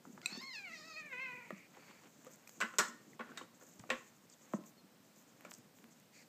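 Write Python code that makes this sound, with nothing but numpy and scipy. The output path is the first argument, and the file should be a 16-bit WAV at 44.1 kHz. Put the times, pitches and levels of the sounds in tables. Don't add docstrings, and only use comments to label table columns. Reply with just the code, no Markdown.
import sys
import numpy as np
from scipy import signal
from scipy.fft import rfft, irfft
from scipy.io import wavfile
from scipy.ndimage import uniform_filter1d

SR = 44100
rng = np.random.default_rng(int(sys.argv[2]) if len(sys.argv) > 2 else 0)


def transcribe(u):
    v = np.clip(np.atleast_2d(u).T, -1, 1)
    q = np.round(v * 32767).astype(np.int16)
    wavfile.write(sys.argv[1], SR, q)


def volts_from_decibels(level):
    exponent = np.asarray(level, float) / 20
    return 10 ** exponent


N = 276948
TIME = np.arange(N) / SR


def rms_one(x):
    return x / np.sqrt(np.mean(x ** 2) + 1e-20)


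def in_time(rows):
    s, *columns = np.transpose(rows)
    return [np.interp(TIME, s, c) for c in columns]


def gate(start, end, edge):
    return np.clip(np.minimum(TIME - start, end - TIME) / edge, 0, 1)


def at_hz(points, hz):
    table_hz, value = np.array(points).T[:2]
    return np.interp(np.log(hz + 1), np.log(table_hz), value)


def drift(rate_hz):
    r = np.exp(-2 * np.pi * rate_hz / SR)
    settle = 9000
    return rms_one(signal.lfilter([1], [1, -2 * r, r * r], rng.standard_normal(N + settle))[settle:])


def ring(x, hz, t60):
    r = volts_from_decibels(-60 / (max(t60, .002) * SR))
    w = 2 * np.pi * hz / SR
    return signal.lfilter([0, np.sin(w)], [1, -2 * r * np.cos(w), r * r], x + 1e-18)


def band(x, low_hz, high_hz):
    sos = signal.butter(2, [low_hz, min(high_hz, .45 * SR)], "band", fs=SR, output="sos")
    return signal.sosfilt(sos, x)


def peak(hz, centre_hz, width_hz):
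    return 1 / (1 + ((hz - centre_hz) / width_hz) ** 2)


def add(out, s, sound):
    i = round(s * SR)
    out[i:i + len(sound)] += sound[:N - i]


def hush():
    # frequency_hz, density_db
    spectrum = [(18, -67), (30, -22), (59, -29), (106, -7), (227, 2), (384, -11), (499, -5), (740, -9.5),
                (3310, -17.5), (5450, -18), (6900, -25.5), (8080, -19), (9710, -27), (14400, -21),
                (16000, -27)]
    hz = np.linspace(0, SR / 2, N // 2 + 1)
    noise = irfft(rfft(rng.standard_normal(N)) * volts_from_decibels(at_hz(spectrum, hz)), N)
    return volts_from_decibels(-67) * rms_one(noise)


def scuffle():
    # time_s, weight_on_floor_db, fur_speed_db
    effort = [(0.0, -66.5, -78), (0.14, -59.5, -74.5), (0.28, -64, -72), (0.44, -67.5, -68),
              (1.35, -67, -75), (2.33, -68, -70.5), (2.75, -71, -69), (3.02, -66.5, -73),
              (3.32, -60, -72.5), (3.6, -69.5, -73), (3.9, -62, -73.5), (4.07, -76, -75), (4.3, -73, -77),
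              (4.48, -69, -70), (4.81, -72, -80.5), (5.18, -70, -76), (5.6, -66.5, -76.5),
              (6.28, -74.5, -77.5)]
    # low_hz, high_hz
    contact_bands = [
        (110, 342),
        (400, 2250),
        (6100, 7680),
        (11500, 28000),
    ]
    # start_s, length_s, rub_db
    hauls = [(0.291, .1, -60), (0.39, 0.054, -62), (1.725, 0.36, -68.5), (2.19, 0.31, -77.5),
             (3.19, 0.27, -67.5), (3.797, 0.26, -82), (4.428, 0.16, -74), (5.385, 0.13, -74)]
    # start_s, length_s, swish_db,
    # bristle_db
    strokes = [(2.11, 0.044, -74, -87), (2.301, 0.068, -68, -73), (2.446, 0.12, -74.5, -70),
               (0.033, 0.13, -77.5, -81), (2.785, 0.13, -61, -78), (4.52, 0.069, -68, -86),
               (3.603, 0.24, -75.5, -78), (3.933, 0.18, -71, -81), (4.289, 0.065, -68, -89),
               (4.41, 0.057, -72, -81), (4.645, 0.074, -74, -69), (5.152, 0.09, -82, -83),
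               (5.485, 0.11, -72, -74), (5.743, 0.068, -78, -70), (5.89, 0.055, -72.5, -89),
               (6.017, 0.03, -81, -82)]
    weight_db, speed_db = in_time(effort)
    rub_db = 0.33 * weight_db + 0.67 * speed_db
    gains = [volts_from_decibels(weight_db - 2), volts_from_decibels(rub_db - 8), volts_from_decibels(speed_db - 2.5), volts_from_decibels(speed_db - 10.5)]
    edge_s = 0.024
    for s, length, db in hauls:
        gains[1] += volts_from_decibels(db) * gate(s, s + length, edge_s)
    for s, length, swish_db, bristle_db in strokes:
        stroke = gate(s, s + length, edge_s)
        gains[2] += volts_from_decibels(swish_db) * stroke
        gains[3] += volts_from_decibels(bristle_db) * stroke
    out, clump = 0, drift(14.6)
    for gain, (low_hz, high_hz) in zip(gains, contact_bands):
        caught = rng.random(N) < 900 / SR
        grains = caught * rng.choice([-1, 1], N) * volts_from_decibels(1.9 * np.minimum(rng.exponential(1, N), 5))
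        rub = rms_one(band(rng.standard_normal(N) + 1.2 * rms_one(grains), low_hz, high_hz))
        out += rub * gain * volts_from_decibels(2.0 * clump + 2.1 * drift(21))
    return out


def ticks():
    # start_s, peak_db
    claws = [(2.336, -53), (2.475, -48), (2.494, -44), (3.795, -42.5), (4.299, -47), (5.161, -52),
             (5.511, -41.5), (5.532, -47), (5.538, -40.5), (5.548, -46.5)]
    # start_s, peak_db, centre_hz, breadth_octaves
    taps = [(0.052, -45.5, 790, 1.4), (.177, -45, 1030, 1), (.216, -47, 2600, 2), (.356, -54, 4420, 1.2),
            (0.376, -44, 4330, 2.1), (1.507, -42, 618, 1.95), (1.771, -50, 703, 1.2),
            (3.374, -40, 3800, 0.45), (3.838, -50, 1000, 1.1), (3.798, -50, 1500, 1.2),
            (3.903, -38, 2770, 0.8)]
    contacts = [(s, db, 6660, 0.8, 0.0055) for s, db in claws]
    for s, db, hz, octaves in taps:
        contacts.append((s, db, hz, octaves, 0.0035 + 4.4 / hz))
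    out, age = np.zeros(N), np.arange(2000) / SR
    for s, db, hz, octaves, length in contacts:
        spread = 2 ** (octaves / 2)
        burst = rng.standard_normal(len(age)) * np.exp(-age / (length / 3))
        snap = band(burst, hz / spread, hz * spread)
        add(out, s, volts_from_decibels(db) * snap / np.abs(snap).max())
    return out


def thuds():
    # start_s, peak_db, pitch_hz, t60_s
    falls = [(0.069, -45.5, 275, 0.089), (0.093, -43, 236, 0.038), (0.129, -49, 196, 0.073),
             (0.189, -48.5, 190, 0.055), (0.321, -38.5, 200, 0.027), (0.346, -46, 213, 0.042),
             (0.373, -37.5, 257, 0.043), (0.429, -45.5, 236, 0.044), (0.695, -55, 226, 0.18),
             (1.372, -51.5, 244, 0.068), (1.524, -38, 199, 0.061), (1.63, -62, 223, 0.035),
             (2.33, -54, 215, 0.077), (2.884, -51.5, 234, 0.21), (3.067, -54, 214, 0.11),
             (3.198, -43, 235, .1), (3.299, -48, 260, 0.1), (3.793, -44.5, 175, 0.059),
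             (3.908, -39.5, 242.5, 0.17), (2.63, -41, 228.3, 0.18), (4.538, -24, 212, 0.05),
             (4.586, -43.5, 326, 0.044), (4.609, -46, 280, 0.042), (4.685, -49, 204, 0.025),
             (4.842, -48.5, 202, 0.039), (5.17, -53, 221, 0.03), (5.65, -50.5, 148, 0.094),
             (5.835, -56, 230, 0.2)]
    push = np.zeros(9000)
    push[:60] = np.hanning(60) / 30
    out = np.zeros(N)
    for s, db, hz, t60 in falls:
        overtone = 0.22 * ring(push, 1.414 * hz, 1.7 * t60)
        add(out, s, volts_from_decibels(db) * (ring(push, hz, t60) + overtone))
    return out


def yowl():
    # time_s, pitch_hz, level_db, mouth_open_db, chest_db
    pushes = [
        [(.225, 646.4, -67, 12, 0), (.3, 797, -63.5, 16, -5), (.316, 873, -63, 17, -20),
         (.385, 895, -61, 20, -22), (.405, 948, -60.5, 20, -20), (.413, 1040, -57, 16.5, -9),
         (.48, 1099, -53.5, 14, -2), (.5, 1037, -52, 2, -17), (.526, 1013, -53, 8, -18)],
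        [(.561, 855, -47, 3, -32), (.632, 793, -51.5, -4, -14.5), (.704, 655, -56, -4, -7),
         (.722, 645, -56, 0, -8), (.738, 682, -56, 5, -9), (.758, 626, -57, 8, -11), (.836, 612, -63, 14.5, -4),
         (.858, 650, -61.5, 11, -8), (.908, 640, -60, 11, -4)],
        [(.935, 615, -59.5, 10, -2.5), (.975, 636, -51, 0, -15), (1.01, 627, -49.5, -5.5, -19.5),
         (1.032, 605, -54.5, -11.5, -17), (1.08, 593, -56, -18, -12)],
        [(1.097, 558, -58, -20, -10), (1.112, 535, -51, -18, -11.5), (1.132, 501, -45, -14, -12),
         (1.168, 495.3, -48.5, -16, -13), (1.2, 512, -44.5, -13, -15), (1.222, 537, -43.5, -10, -20),
         (1.27, 510.6, -44.5, -15, -15), (1.36, 489.5, -56, -23.5, -3.5), (1.49, 469.5, -68.5, -22, -0.5)],
    ]
    # time_s, mouth_hz, top_brightness_db
    tongue = [(.225, 2300, -6), (.4, 2250, -5), (.5, 2250, 0), (.65, 2370, 0), (.75, 2250, 5.5),
              (.9, 2250, 4.5), (1.02, 2250, 4), (1.12, 2250, 0), (1.49, 2180, -2)]
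    # centre_hz, width_hz, level_db
    throat = [(4200, 355, -12.5), (4920, 730, -29.5), (6480, 590, -28)]
    rows = np.concatenate(pushes)
    start_s, end_s = rows[0][0], rows[-1][0]
    end = round(end_s * SR)
    pitch, level_db, open_db, chest_db = np.array(in_time(rows))[:, :end]
    mouth_hz, bright_db = np.array(in_time(tongue))[:, :end]
    ends = np.exp(-np.abs(TIME[:end] - start_s) / .04) + np.exp((TIME[:end] - end_s) / .16)
    rough = .26 - .011 * (level_db + 55) + .55 * ends
    longer = 1 + 0.0056 * np.clip(open_db, -14, 0)
    pitch = pitch * (1 + .0055 * drift(45)[:end] + .05 * rough * drift(110)[:end])
    warble_hz = 70 + 12 * drift(8)[:end]
    pitch *= 1 + .009 * np.sin(2 * np.pi * np.cumsum(warble_hz) / SR)
    phase, out, power = 2 * np.pi * np.cumsum(pitch) / SR, 0, 1e-12
    wander, flutter = drift(13.0), drift(100)
    for k in range(1, 17):
        hz = k * pitch
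        gain = peak(hz, mouth_hz, 665) ** 2.8 + volts_from_decibels(chest_db) * peak(hz, 1090, 660)
        lowest, *top = [volts_from_decibels(db) * peak(hz, at * longer, width) for at, width, db in throat]
        gain += volts_from_decibels(open_db) * (lowest + volts_from_decibels(bright_db) * sum(top))
        gain *= 1 - 0.49 * peak(hz, 3260, 320)
        power += gain ** 2 / 2 * (np.abs(hz - 2400) < 900)
        blur = 1 + rough * (.2 + hz / 4000) * flutter[9001 * k:][:end]
        line = np.sin(k * phase + rng.uniform(0, 2 * np.pi))
        out += gain * (hz < 9200) * blur * volts_from_decibels(2.5 * wander[7001 * k:][:end]) * line
    evened = out / np.sqrt(uniform_filter1d(power, size=600)) * volts_from_decibels(level_db)
    return np.pad(evened, (0, N - end)) * gate(start_s, end_s, 0.004)


def pants():
    # start_s, length_s, level_db, mouth_open_db
    breaths = [(0.236, 0.11, -65, 8), (.66, 0.15, -68.5, 4), (1.338, 0.17, -64, -12),
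               (1.471, 0.21, -64, -10.5), (1.773, 0.24, -70.5, 2), (6.124, 0.12, -67, 5.5)]
    # centre_hz, width_hz, level_db
    mouth = [(2250, 430, 10.5), (4520, 350, 1), (6800, 1400, -2.5), (12600, 6800, -18)]
    air, hz = rfft(rng.standard_normal(N)), np.linspace(0, SR / 2, N // 2 + 1)
    first, *upper = [irfft(air * volts_from_decibels(db) * peak(hz, at, width) ** 1.36, N) for at, width, db in mouth]
    out = 0
    for s, length, level_db, open_db in breaths:
        swell_db = -4 * np.clip(2 * (TIME - s) / length - 1, -1, 1) ** 2
        breath = first + volts_from_decibels(open_db) * sum(upper)
        out += volts_from_decibels(level_db + swell_db) * breath * gate(s, s + length, 0.017)
    return out / first.std() * volts_from_decibels(0.5 * drift(30))


def caster():
    # start_s, peak_db
    contact = (.259, -28)
    # pitch_hz, level_db, t60_s
    modes = [(1400, -47, 0.032), (2556, -3.5, 0.028), (4040, -5.5, 0.018), (5870, -9, 0.0049),
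             (7330, -10, 0.021), (8300, -11.5, 0.027)]
    s, peak_db = contact
    click = np.zeros(N)
    blow_and_rebound = np.array([0.82, 0.41, 0.18, -0.32, -0.8] + [0] * 30 + [.7])
    add(click, s, volts_from_decibels(peak_db) * blow_and_rebound)
    return sum(volts_from_decibels(db) * ring(click, hz, t60) for hz, db, t60 in modes)


def snaps():
    # start_s, peak_db, tilt_db
    loops = [(.2595, -38, 8), (.264, -48, 6), (0.417, -46, 2), (0.43, -46, 2), (1.5063, -46, 2),
             (2.2477, -42, 0), (2.318, -52, 2), (2.359, -48, 3), (2.475, -43, 1), (2.493, -40, -1),
             (3.5994, -52, 3), (3.6344, -48, 2), (4.5363, -46, 3), (4.6387, -50, -5), (5.2244, -51, 1),
             (5.409, -42, -1), (5.449, -48, 0), (5.512, -44, 3), (5.517, -38, -6), (5.5852, -50, 4),
             (5.787, -49, -4), (5.842, -43, -3), (5.9194, -54, 0), (6, -50, 4)]
    dull, bright = np.zeros((2, N))
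    for s, db, tilt_db in loops:
        add(dull, s, volts_from_decibels([db - tilt_db]))
        add(bright, s, volts_from_decibels([db + tilt_db]))
    return volts_from_decibels(13.5) * band(dull, 570, 3150) + volts_from_decibels(6.5) * band(bright, 3300, 16000)


def pings():
    # start_s, peak_db, pitch_hz, t60_s
    lone_modes = [(2.612, -31, 1486, .12), (2.614, -48, 2600, .06), (2.787, -40, 591, 0.18),
                  (2.787, -40, 430, .1), (2.787, -38, 1364, .16), (2.787, -40, 1436, .16),
                  (2.787, -44, 4160, .06), (2.787, -49, 3330, .08), (2.787, -48, 2330, .1),
                  (3.194, -45, 1100, 0.076), (3.196, -56, 3300, .06), (3.197, -53, 2200, .06),
                  (3.208, -48.5, 1480, .1), (3.317, -52, 1490, .08), (3.376, -42, 3720, .05),
                  (3.378, -51, 1410, .08), (3.412, -47, 1084, .05), (3.416, -53, 2960, .04),
                  (3.903, -33, 1840, 0.053), (3.903, -35, 2720, .04), (3.903, -38, 1090, .12),
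                  (3.904, -42, 511, .1), (3.904, -40, 2060, .1), (3.904, -43, 2240, .06),
                  (4.536, -36, 1050, .022), (4.536, -41, 1250, .022), (4.537, -35, 580, .03),
                  (4.54, -54, 1840, .03), (1.506, -38, 600, .02), (1.506, -41, 1200, .02),
                  (1.506, -41, 1900, .02), (2.266, -54, 1200, .05), (2.267, -52, 500, .1),
                  (2.474, -52, 2400, .02), (5.449, -53, 2300, .04), (5.449, -54, 1350, .04),
                  (5.451, -57, 600, .05), (3.838, -52, 1200, .02), (3.838, -53, 700, .02),
                  (2.787, -50, 1830, .5)]
    out, knock = np.zeros(N), np.pad(np.hanning(8) / 3.5, (0, 12000))
    for s, db, hz, t60 in lone_modes:
        twin = volts_from_decibels(-5) * ring(knock, hz * 1.025, t60)
        add(out, s, volts_from_decibels(db) * (ring(knock, hz, t60) + twin))
    return out


def chair():
    # start_s, seat_db, frame_db, rail_db, brass_db
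    blows = [(1.768, -53, -58, -70, -66), (2.267, -52, -60, -65, -61), (2.604, -36.5, -37, -57, -40),
             (2.611, -50, -30, -27, -36.5), (2.622, -37, -27.5, -42, -50), (2.738, -48, -49, -56, -67),
             (2.785, -45, -26, -37, -20), (2.789, -53, -27, -31, -22), (2.798, -32, -27, -51, -41),
             (3.193, -49, -45.5, -51, -64), (3.198, -39, -50, -50, -76), (3.207, -43.5, -42.5, -49, -76),
             (3.29, -54, -54, -62, -74), (3.299, -47, -58, -66, -76), (3.317, -52, -56, -66, -76),
             (3.374, -48, -45.5, -43.5, -42), (3.381, -50, -48, -50, -50), (3.412, -48, -54, -62, -70),
             (3.612, -54, -61.5, -68, -76), (3.622, -51, -62, -72, -76), (3.892, -48, -52, -54, -70),
             (3.902, -30.5, -33, -24, -39), (3.917, -37, -41, -38, -50), (5.449, -42, -49.5, -52, -54)]
    # pitch_hz, level_db, t60_s
    modes = [(231, -6, 0.4), (300, -15, 0.24), (446, -2, 0.058), (518, 1, 0.093), (592, -4.5, 0.24),
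             (870, -18, 0.13), (1111, -7, 0.14), (1175, 5, 0.046), (1285, -5, 0.04), (1389, 8.5, 0.036),
             (1353, -9, 0.071), (1473, 5, 0.03), (1710, 2, 0.023), (1836, -21, 0.5), (2030, -2, 0.051),
             (2300, -7, 0.028), (2650, -6, 0.021), (3760, -13, 0.056), (4370, 0, 0.025), (5830, -14, 0.061),
             (7290, 20, 0.0034), (7840, 11, 0.0067)]
    part_edges = [700, 1900, 2900, 5200]
    # low_hz, high_hz, ring_db, crack_db, first_contact_s, rattle_s, rattle_db
    parts = [
        (210, 790, -12.5, 27, 0.0032, 0.021, -4),
        (904, 1850, -11.5, 27.5, 0.0044, 0.028, -4),
        (1660, 2940, -8.5, 27, 0.0027, 0.019, 2),
        (2960, 8300, -11.5, 20.5, 0.0004, 0.023, -14.5),
        (4930, 5200, -12.5, 0, 0.0062, 0.024, -19),
    ]
    age, out = np.arange(8000) / SR, 0
    force = volts_from_decibels(0.93 * rng.standard_normal((len(blows), 5, 1)))
    contacts = force * rng.standard_normal((len(blows), 5, len(age)))
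    owner = np.searchsorted(part_edges, [hz for hz, db, t60 in modes])
    for p, (low_hz, high_hz, ring_db, crack_db, first, rattle, rattle_db) in enumerate(parts):
        fading = np.exp(-age / first) + volts_from_decibels(rattle_db) * np.exp(-age / rattle)
        fading /= np.sqrt(np.sum(fading ** 2))
        drive = np.zeros(N)
        for (s, *levels_db), burst in zip(blows, contacts):
            level_db = levels_db[min(p, 3)]
            add(drive, s, volts_from_decibels(level_db) * burst[p] * fading)
        out += volts_from_decibels(crack_db) * band(drive, low_hz, high_hz)
        for o, (hz, db, t60) in zip(owner, modes):
            if o == p:
                out += volts_from_decibels(ring_db + db) * ring(drive, hz, t60)
    return out + volts_from_decibels(12.0) * band(drive, 7300, 26000)


def bumps():
    # start_s, peak_db, pitch_hz, t60_s
    shakes = [(3.79, -55, 119, 0.2), (3.9, -61, 33, 0.11), (2.785, -69.5, 30, 0.14)]
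    out = np.zeros(N)
    for s, db, hz, t60 in shakes:
        push = np.hanning(round(SR / hz))
        push = np.pad(push / push.sum() * 2, (0, 12000))
        add(out, s, volts_from_decibels(db) * band(ring(push, hz, t60), hz / 2, hz * 2.5))
    return out


def squeaks():
    # start_s, start_hz, end_hz, length_s, level_db
    whistles = [(4.76, 4450, 4120, .06, -68), (4.315, 4800, 4450, .025, -67), (4.33, 4200, 2900, .02, -68),
                (3.13, 2500, 1500, .008, -55)]
    out = np.zeros(N)
    for s, start_hz, end_hz, length, db in whistles:
        hz = np.linspace(start_hz, end_hz, round(length * SR))
        add(out, s, volts_from_decibels(db) * np.hanning(len(hz)) * np.sin(2 * np.pi * np.cumsum(hz) / SR))
    return out * (1 + 0.18 * drift(90))


def room(x):
    # frequency_hz, t60_s
    decay = [(200, 0.35), (1500, 0.38), (5000, 0.36), (12000, 0.11)]
    age, tail = np.arange(SR // 2) / SR, 0
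    for low_hz in 90 * 2. ** np.arange(8):
        octave = band(rng.standard_normal(len(age)), low_hz, 2 * low_hz)
        tail += octave * volts_from_decibels(-60 * age / at_hz(decay, 1.07 * low_hz))
    tail *= np.clip((age - .002) / 0.0046, 0, 1)
    return signal.fftconvolve(x, tail / np.sqrt(np.sum(tail ** 2)))[:N]


def scene():
    cat = yowl() + pants() + squeaks()
    hard = chair() + pings() + caster()
    soft = ticks() + snaps() + thuds()
    lean_blows = signal.butter(4, 165, "high", fs=SR, output="sos")
    hard, soft = signal.sosfilt(lean_blows, [hard, soft])
    reflections = volts_from_decibels(-13.5) * room(hard + 0.75 * cat + 0.92 * soft)
    close = cat + hard + soft + reflections + scuffle()
    no_bass = signal.butter(6, 130, "high", fs=SR, output="sos")
    close = signal.sosfilt(no_bass, close)
    port = signal.butter(3, [8850, 10700], "bandstop", fs=SR, output="sos")
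    heard = signal.sosfilt(port, close) + volts_from_decibels(-24.0) * close
    return (heard + bumps() + hush())[None]


def top_cut(x):
    return signal.sosfilt(signal.butter(12, 16500, fs=SR, output="sos"), x)


def record(dry):
    shelf = signal.ellip(8, .3, 60, 15280, fs=SR, output="sos")
    low = signal.sosfiltfilt(shelf, dry)
    mix = low + volts_from_decibels(-36) * (dry - low)
    return top_cut(mix)


dry = scene()
out = record(dry)
transcribe(out)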